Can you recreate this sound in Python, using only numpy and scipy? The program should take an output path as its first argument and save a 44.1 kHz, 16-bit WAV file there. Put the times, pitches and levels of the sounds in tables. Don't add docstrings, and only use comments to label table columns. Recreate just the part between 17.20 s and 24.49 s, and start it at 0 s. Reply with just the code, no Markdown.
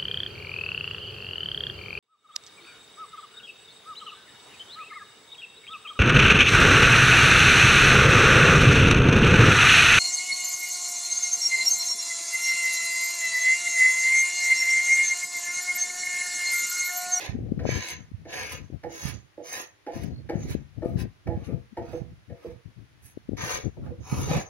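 import sys
import numpy as np
from scipy import signal
from scipy.fft import rfft, irfft, next_fast_len
from scipy.io import wavfile
from scipy.ndimage import uniform_filter1d

SR = 44100
rng = np.random.default_rng(int(sys.argv[2]) if len(sys.argv) > 2 else 0)


def transcribe(signal):
    frames = np.atleast_2d(signal).T
    limited = np.clip(frames, -1, 1)
    pcm = np.round(limited * 32767).astype(np.int16)
    wavfile.write(sys.argv[1], SR, pcm)


N = 321489
T = np.arange(N) / SR
PORT_DELAY_SAMPLES = 4

# (frequency [Hz], level [dB])
RASP_SPECTRUM = [(700, -49), (1100, -73.5), (1450, -11.5), (1850, 5), (2600, 2.5), (3300, -4), (4000, -2),
                 (5500, -7), (6800, -18), (7400, -13), (9000, -32.5), (16000, -54)]
GROAN_SPECTRUM = [(200, -25), (310, 11.5), (400, 6), (490, 13.5), (600, 3.5), (850, 5.5), (1050, -2),
                  (1250, 6), (1450, -7.5), (2200, -48)]
EDGE_HISS_SPECTRUM = [(5000, -13), (7500, -7), (8800, -2.5), (9700, 0), (10400, 2.5), (11400, 6.5),
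                      (12300, -7), (13800, -12.5), (15000, -8.5), (16000, 2)]
# (frequency [Hz], level [dB], t60 [s])
BLADE_MODES = [(6245, -1, .09), (6318, 1, .13), (6400, -4, .05), (6490, -3, .05), (6565, -1, .08),
               (6660, -6, .04)]
RAIL_MODES = [(1022, 4.5, 0.1), (1273, -22, 0.042), (1763, 8.5, 0.041), (1813, 0, 0.097), (1890, -2, 0.2),
              (2018, -14, 0.14), (2320, 7, 0.025), (2755, -12.5, 0.17), (2996, -3.5, 0.13),
              (4020, -8, 0.053)]


def cut(force, groan_db, edge_db, blade_db, fibres_per_s=3000, spread_db=2.0, rail_db=-9.5,
        chatter_db=1.0, chatter_hz=90, grain_db=1.27, grain_hz=18, edge_power=1.39, blade_power=0.88):
    n = len(force)
    size = amp(spread_db * np.minimum(rng.exponential(1, n), 4))
    snaps = size * rng.choice([-1, 1], n) * (rng.random(n) < fibres_per_s / SR)
    tearing = unit(snaps) + 0.63 * rng.standard_normal(n)
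    rail = amp(rail_db) * unit(ring(tearing, RAIL_MODES))
    rasp = amp(-0.02) * unit(unit(colour(tearing, RASP_SPECTRUM)) + rail)
    groan = amp(groan_db + 2.0) * unit(colour(tearing, GROAN_SPECTRUM))
    splinter_bursts = amp(2.7 * wander(hz=186, n=n))
    edge = amp(edge_db + 5.0) * unit(colour(tearing, EDGE_HISS_SPECTRUM) * splinter_bursts)
    blade = amp(blade_db + 3.0) * unit(ring(tearing, BLADE_MODES))
    uneven = unit(amp(chatter_db * wander(chatter_hz, n) + grain_db * wander(grain_hz, n)))
    sound = force * (rasp + groan) + force ** edge_power * edge + force ** blade_power * blade
    return uneven * travel(sound, echo_db=4.0, t60_s=0.027)


# (start [s], bite [s], swell [s], length [s],
# level [dB], groan [dB], edge [dB], blade [dB], left-right [dB])
PULLS = [(-0.103, .02, .1, .15, -37.5, -9, -16, -13.5, -4),
         (0.428, 0.045, .13, .3, -37.5, -15.5, -17.5, -8, -2),
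         (1.063, 0.044, 0.15, 0.29, -40, -8, -11.5, -6.5, -2),
         (1.68, 0.037, 0.15, 0.22, -44, -8, -5.5, -1.5, -2.5),
         (2.222, 0.038, 0.14, 0.19, -43.5, -9.5, -4, -3.5, -3),
         (2.704, .02, 0.064, .15, -53.5, -5, -9.5, -8.5, -1.5),
         (3.132, 0.025, 0.16, 0.2, -57, -5, -8.5, 0, -4), (3.635, .012, 0.013, .11, -64, 7, -7, -13, -1),
         (4.112, .02, 0.29, 0.19, -62, 5, -12, -16, -1),
         (4.601, .02, 0.12, 0.18, -58.5, 5, -12.5, -12.5, -5),
         (5.136, 0.018, 0.12, 0.18, -64, 2, -12, -18, -4),
         (5.807, .02, 0.057, 0.095, -73.5, -25, 15, 4, -.5),
         (6.166, 0.0051, 0.15, .2, -35.5, -2.5, -12, -7, -1),
         (6.613, .02, 0.082, 0.044, -68, 18, -5, -11, -6), (6.795, 0.11, .26, .42, -45, 2.5, -5.5, -1, -1)]


def pulls(swell_depth_db=14, sag_db_per_s=35.5, ease_db_per_s=200):
    out = np.zeros((2, N))
    for start_s, bite_s, swell_s, length_s, level_db, groan_db, edge_db, blade_db, pan_db in PULLS:
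        t = T[(T >= start_s) & (T < start_s + length_s + 0.25)] - start_s
        swell_db = -swell_depth_db * np.maximum(1 - t / swell_s, 0) ** 2
        sag_db = sag_db_per_s * np.maximum(t - swell_s, 0)
        ease_db = ease_db_per_s * np.maximum(t - length_s, 0)
        force = np.minimum(t / bite_s, 1) * amp(swell_db - sag_db - ease_db)
        stroke = cut(force, groan_db, edge_db, blade_db)
        add(out, start_s + t[0], amp(level_db) * stroke * sides(pan_db))
    return out


# (time [s], half length [s], level [dB], groan [dB], edge [dB], left-right [dB])
SURGES = [(0.686, 0.045, -41.5, -15, -6.5, -1.5), (1.325, 0.019, -44, -10, -4.5, -4),
          (1.887, 0.031, -46, -22, -6, -7), (2.838, 0.0082, -50, -10, -4, -6),
          (3.314, 0.025, -43.5, -10.5, -8, -3.5), (3.807, 0.027, -45, -11.5, -6, -0.5),
          (4.261, 0.024, -58, -8, -10, 2), (7.148, 0.059, -38, 1.5, -16.5, -1)]


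def surges(blade_db=-14):
    t = np.arange(-SR // 8, SR // 8) / SR
    out = np.zeros((2, N))
    for time_s, half_s, level_db, groan_db, edge_db, pan_db in SURGES:
        force = np.exp(-(t / half_s) ** 2)
        surge = cut(force, groan_db, edge_db, blade_db)
        add(out, time_s + t[0], amp(level_db) * surge * sides(pan_db))
    return out


# (frequency [Hz], level [dB], t60 [s])
FRAME_MODES = [(332.9, 10, 0.22), (354.6, 13.5, 0.11), (389, -15, 0.025), (490.5, 7.5, 0.14),
               (487, 17.5, 0.019), (608, -7, 0.017), (673.5, 0, 0.12), (727, 7, 0.019), (823, -2.5, 0.02),
               (835, -2, 0.068), (974, -4, 0.022), (990, -29, 0.037)]
# (frequency [Hz], gain [dB])
FRAME_RADIATION = [(100, -18), (200, -6), (300, -3)]
# (frequency [Hz], level [dB])
CLACK_SPECTRUM = [(600, -42), (1000, 2), (1400, 6), (1800, 12), (2300, 7), (3000, -3.5), (4500, -3.5),
                  (6500, -9.5), (8000, -45), (11000, -16.5), (16000, -49)]
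# (time [s], level [dB], clack trim [dB], first pitch [Hz], chatter decay [s], left-right [dB])
LANDINGS = [(0.392, -43.5, -5.5, 620, 0.11, 0), (1.052, -47.5, -9.5, 700, 0.033, -1),
            (1.635, -38, -10, 820, 0.034, -4.5), (2.176, -43, -23, 634, 0.033, -4),
            (2.665, -37, -12, 733, 0.042, -2), (3.092, -33.5, -9, 770, 0.027, 0.5),
            (3.621, -34, -20.5, 685, 0.03, 5), (4.07, -36, -12, 730, 0.041, -1),
            (4.285, -42.5, -26, 490, 0.032, 5), (4.569, -35, -14.5, 835, 0.025, -1.5),
            (4.728, -35.5, -19.5, 564, 0.026, -2.5), (5.098, -48.5, -13, 540, 0.036, -1),
            (5.245, -39, -28, 506, 0.028, -3), (6.569, -52, -20, 710, 0.0053, 13),
            (6.660, -53.5, -7, 784, 0.017, 2), (6.711, -44, -40, 483, 0.013, 5)]


def landings(rise_s=0.007, skips_per_s=1500, settled_hz=470, settle_s=0.13,
             narrowest_hz=220, widening=0.92, clack_s=0.0054):
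    t = np.arange(SR // 2) / SR
    contact = 1 - np.exp(-(t / rise_s) ** 2)
    out = np.zeros((2, N))
    for time_s, level_db, clack_db, first_hz, chatter_s, pan_db in LANDINGS:
        skips = rng.choice([-1, 1], len(t)) * (rng.random(len(t)) < skips_per_s / SR) * contact
        pitch_hz = settled_hz + (first_hz - settled_hz) * np.exp(-t / settle_s)
        width_hz = narrowest_hz + widening * abs(first_hz - settled_hz)
        chatter = resonate(skips * np.exp(-t / chatter_s), pitch_hz, width_hz)
        knock = colour(unit(ring(chatter, FRAME_MODES)) + amp(-8.0) * unit(chatter), FRAME_RADIATION)
        rattle = skips * (np.exp(-t / clack_s) + amp(-18.5) * np.exp(-t / chatter_s / 2))
        clack = unit(colour(rattle, CLACK_SPECTRUM)) + amp(-7.5) * unit(ring(rattle, RAIL_MODES))
        knock, clack = (x / np.std(x[:SR // 25]) for x in (knock, clack))
        sound = amp(level_db) * (amp(0.5) * knock + amp(clack_db - 2.0) * clack)
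        add(out, time_s - rise_s / 2, at_ports(sound) * sides(pan_db))
    return out


def squeak(start_s=2.9, length_s=0.13, first_hz=4200, last_hz=4400, width_hz=160, level_db=-62):
    progress = np.arange(0, length_s, 1 / SR) / length_s
    pitch_hz = first_hz + (last_hz - first_hz) * progress
    whistle = unit(resonate(rng.standard_normal(len(progress)), pitch_hz, width_hz))
    whistle *= np.sin(np.pi * progress)
    out = np.zeros((2, N))
    add(out, start_s, amp(level_db) * travel(whistle, echo_db=-8, t60_s=0.039))
    return out


def travel(x, echo_db, t60_s, spots=5):
    position = np.linspace(0, spots - 1, len(x))
    echoes = 0
    for spot in range(spots):
        nearness = np.cos(np.pi / 2 * np.clip(position - spot, -1, 1))
        paths = reflections([(100, t60_s), (10000, t60_s)], size=4096)
        echoes = echoes + signal.fftconvolve((x * nearness)[None], paths, axes=1)[:, :len(x)]
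    return (at_ports(x) + amp(echo_db) * echoes) / np.sqrt(1 + amp(2 * echo_db))


# (time [s], level [dB])
BREEZE = [(0.0, -54), (0.72, -56), (1.47, -49.5), (2.03, -54.5), (2.21, -64), (2.62, -74), (2.8, -38),
          (3.4, -45), (3.96, -57), (4.9, -55), (5.3, -66), (5.9, -55.5), (6.92, -39.5), (7.29, -51.5)]
# (start [s], length [s], level [dB], left-right [dB])
GUSTS = [(0.075, 0.05, -37.5, -19), (.13, 0.31, -32, 7), (0.432, .14, -27.5, 13), (0.713, 0.12, -43, 26),
         (0.965, .05, -43.5, 8), (1.145, 0.12, -44.5, -26), (1.304, 0.14, -40.5, 17),
         (1.507, 0.038, -33, 36), (1.622, 0.067, -43, -4), (1.82, 0.16, -36.5, -22),
         (2.741, .18, -33.5, 18), (3.127, .29, -34.5, 18), (3.177, 0.17, -35.5, -20),
         (3.556, .1, -36.5, 29), (3.656, .2, -30, 9), (4.05, 0.12, -32.5, -10), (4.16, 0.061, -33.5, 18),
         (4.264, .11, -29.5, 16), (4.577, 0.046, -33.5, 25), (4.67, .18, -40, -24), (4.882, 0.062, -45, 2),
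         (5.077, 0.051, -36.5, 32), (5.252, 0.11, -44, -13), (5.443, 0.047, -44.5, 33),
         (5.554, .073, -43, 35), (5.81, 0.046, -47, -24), (6.099, 0.042, -33, 41), (6.182, 0.082, -36.5, 4),
         (6.324, .056, -41, 25), (6.431, 0.04, -28.5, 34), (6.569, 0.15, -35.5, -1.5),
         (6.769, .05, -41, -25), (6.912, 0.27, -27.5, 2.5)]


def air_strength(veer_db=5.0, veer_hz=7, rise_s=0.018, fall_s=0.023):
    breeze = amp(np.interp(T, *np.transpose(BREEZE)))
    power = np.array([breeze * unit(amp(veer_db * wander(veer_hz))) for port in range(2)]) ** 2
    for start_s, length_s, level_db, pan_db in GUSTS:
        t = T - start_s
        gust = np.clip(t / rise_s, 0, 1) * np.exp(-np.clip((t - length_s) / fall_s, 0, 20))
        power += (amp(level_db) * gust * sides(pan_db)) ** 2
    return np.sqrt(power)


# (frequency [Hz], level [dB])
RUMBLE_SPECTRUM = [(20, -0.5), (40, -11), (70, 1), (125, 1), (200, -8), (300, -20.5), (500, -56),
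                   (900, -81)]
FLUTTER_SPECTRUM = [(60, -16.5), (150, -10), (250, -3.5), (380, -10), (550, -18.5), (800, -27), (1500, -91)]


def draught(lump_db=2.5, lump_hz=25, flutter_db=-7, strong_db=-33):
    ports = []
    for strength in air_strength():
        push = amp(-0.5) * strength * unit(amp(lump_db * wander(lump_hz)))
        rumble = unit(colour(rng.standard_normal(N), RUMBLE_SPECTRUM))
        rumble /= np.sqrt(uniform_filter1d(rumble ** 2, SR // 20) + 0.14)
        flutter = unit(colour(rng.standard_normal(N), FLUTTER_SPECTRUM))
        flutter_gain = amp(flutter_db) * np.tanh(push / amp(strong_db))
        ports.append(push * (rumble + flutter_gain * flutter))
    return np.array(ports)


# (frequency [Hz], gain [dB])
PORT_RESPONSE = [(100, -4), (600, 3), (900, -6.5), (1400, -13), (2500, -49)]
# (time [s], level [dB], pitch [Hz], length [cycles], left-right [dB])
EDDIES = [(0.097, -15.5, 105, 0.56, -26), (0.154, -17, 242, 2.2, 22), (0.19, -19.5, 255, 0.66, 22),
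          (0.322, -9, 220, 0.87, 42), (.379, -13, 179, 0.72, 29), (0.454, -6, 483, 0.37, 28),
          (.465, -13, 260, 0.5, 25), (.492, -6, 300, 0.31, 34), (0.918, -24.5, 166, 0.54, 32),
          (.947, -19, 98, 1.27, -20), (1.503, -27.5, 260, 0.62, 8), (1.527, -22, 149, 0.33, 31),
          (1.856, -12, 124, 0.57, -35), (2.765, -21, 150, 0.48, 15), (3.157, -9, 141, 0.68, 23),
          (3.352, -8, 209, 0.5, 25), (3.660, -7, 230, 0.31, 31), (3.76, -7.5, 120, 0.71, 19),
          (3.819, -12.5, 134, 0.8, 29), (4.154, -15, 94, 1.25, -10), (4.176, -12.5, 140, 0.47, 26),
          (4.291, -21.5, 225, 1.3, 27), (4.346, -15, 144, 0.99, 27), (4.531, -30.5, 220, 1.7, 31),
          (4.819, -15, 131, 0.57, -31), (5.461, -25, 120, 0.52, 31), (5.975, -19.5, 284, 0.62, 38),
          (6.093, -13, 235, 0.72, 48), (6.134, -14, 238, 0.54, 43), (6.238, -14.5, 112, 0.5, 25),
          (6.457, -22.5, 166, 1.4, 33), (6.928, -8, 129, 0.79, -29), (7.112, -10.5, 150, 1.7, 13),
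          (7.164, -13, 165, 1.5, -13)]


def eddies(trim_db=-5.5, overtone=1.79, crest_db=-13, hard_db=-12):
    t = np.arange(-SR // 20, SR // 20) / SR
    out = np.zeros((2, N))
    for time_s, level_db, hz, cycles, pan_db in EDDIES:
        turns = np.array([hz * t, overtone * hz * t])
        envelope = 1 / np.cosh(np.clip(2 * turns / cycles, -20, 20))
        swing, crest = envelope * np.cos(2 * np.pi * (turns + rng.random()))
        pop = swing + amp(crest_db + 0.5 * (level_db - hard_db)) * crest
        add(out, time_s + t[0], amp(level_db + trim_db) * pop * sides(pan_db))
    return colour(out, PORT_RESPONSE)


# (frequency [Hz], t60 [s])
ROOM_DECAY = [(200, 0.088), (600, 0.35), (2000, 0.25), (6000, 0.082), (12000, 0.083)]


def room(x, wet_db):
    return x + amp(wet_db) * signal.fftconvolve(x, reflections(ROOM_DECAY), axes=1)[:, :N]


# (frequency [Hz], level [dB])
HUSH_SPECTRUM = [(25, 9.5), (60, -10), (110, 15), (180, -17), (300, 8), (500, 1), (1000, 0), (2000, 1.5),
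                 (4000, -5.5), (6500, -10.5), (8000, -22), (10500, -13), (13500, -27.5), (15500, -23)]


def hush(level_db=-63.5, shared=0.12):
    left, right, both = rng.standard_normal((3, N))
    return amp(level_db) * unit(colour(np.array([left, right]) + shared * both, HUSH_SPECTRUM))


def amp(db):
    return 10 ** (np.asarray(db) / 20)


def unit(x):
    return x / np.sqrt(np.mean(x ** 2) + 1e-20)


def read(points, hz):
    f, value = np.transpose(points)
    return np.interp(np.log(hz + 1), np.log(f + 1), value)


def colour(x, points, power=1):
    n = next_fast_len(x.shape[-1] + 4096)
    gain = amp(power * read(points, np.fft.rfftfreq(n, 1 / SR)))
    return irfft(rfft(x, n) * gain, n)[..., :x.shape[-1]]


def ring(x, modes):
    t = np.arange(SR // 2) / SR
    response = sum(amp(db) * np.exp(-np.log(1000) * t / t60_s) * np.sin(2 * np.pi * hz * t)
                   for hz, db, t60_s in modes)
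    return signal.fftconvolve(x, response)[:len(x)]


def resonate(x, hz, width_hz):
    carrier = np.exp(2j * np.pi * np.cumsum(hz) / SR)
    pole = np.exp(-np.pi * width_hz / SR)
    for stage in range(2):
        x = 2 * (carrier * signal.lfilter([1 - pole], [1, -pole], x / carrier + 1e-18)).real
    return x


def reflections(t60s, size=22050):
    hz, t, bands = signal.stft(rng.standard_normal((2, size)), SR, nperseg=256)
    decay = np.exp(-np.log(1000) * t / read(t60s, hz)[:, None])
    cloud = signal.istft(bands * decay, SR, nperseg=256)[1]
    return cloud / np.linalg.norm(cloud, axis=1, keepdims=True)


def wander(hz, n=N):
    size = next_fast_len(n + SR // 4)
    smooth = np.exp(-np.minimum(np.fft.rfftfreq(size, 1 / SR) / hz, 20) ** 2)
    return unit(irfft(rfft(rng.standard_normal(size)) * smooth, size)[:n])


def at_ports(x):
    return np.array([x, np.roll(x, PORT_DELAY_SAMPLES)])


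def sides(pan_db):
    pair = amp(np.array([[pan_db], [-pan_db]]) / 2)
    return pair / np.sqrt(np.mean(pair ** 2, 0))


def add(mix, time_s, sound):
    part = mix[:, max(round(time_s * SR), 0):][:, :sound.shape[1]]
    part += sound[:, :part.shape[1]]


def scene():
    scraping = room(pulls() + surges(), wet_db=-9.0)
    knocks = room(landings(), wet_db=-8.0)
    return scraping + knocks + draught() + eddies() + hush() + squeak()


# (frequency [Hz], left-right [dB])
PORT_BALANCE = [(500, -1), (4000, 1.5), (6400, 1.5), (9000, 2.5), (13000, -9)]
# (frequency [Hz], gain [dB])
LOW_CUT = [(10, -45), (25, -19), (40, -3), (60, 0.5), (100, 0.5)]


def record(dry, cutoff_hz=15850):
    left = colour(dry[0], PORT_BALANCE, power=0.5)
    right = colour(dry[1], PORT_BALANCE, power=-0.5)
    heard = colour(np.array([left, right]), LOW_CUT)
    lowpass = signal.firwin(511, cutoff_hz, window=("kaiser", 9), fs=SR)
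    return signal.oaconvolve(heard, lowpass[None], "same")


dry = scene()
out = record(dry)
transcribe(out)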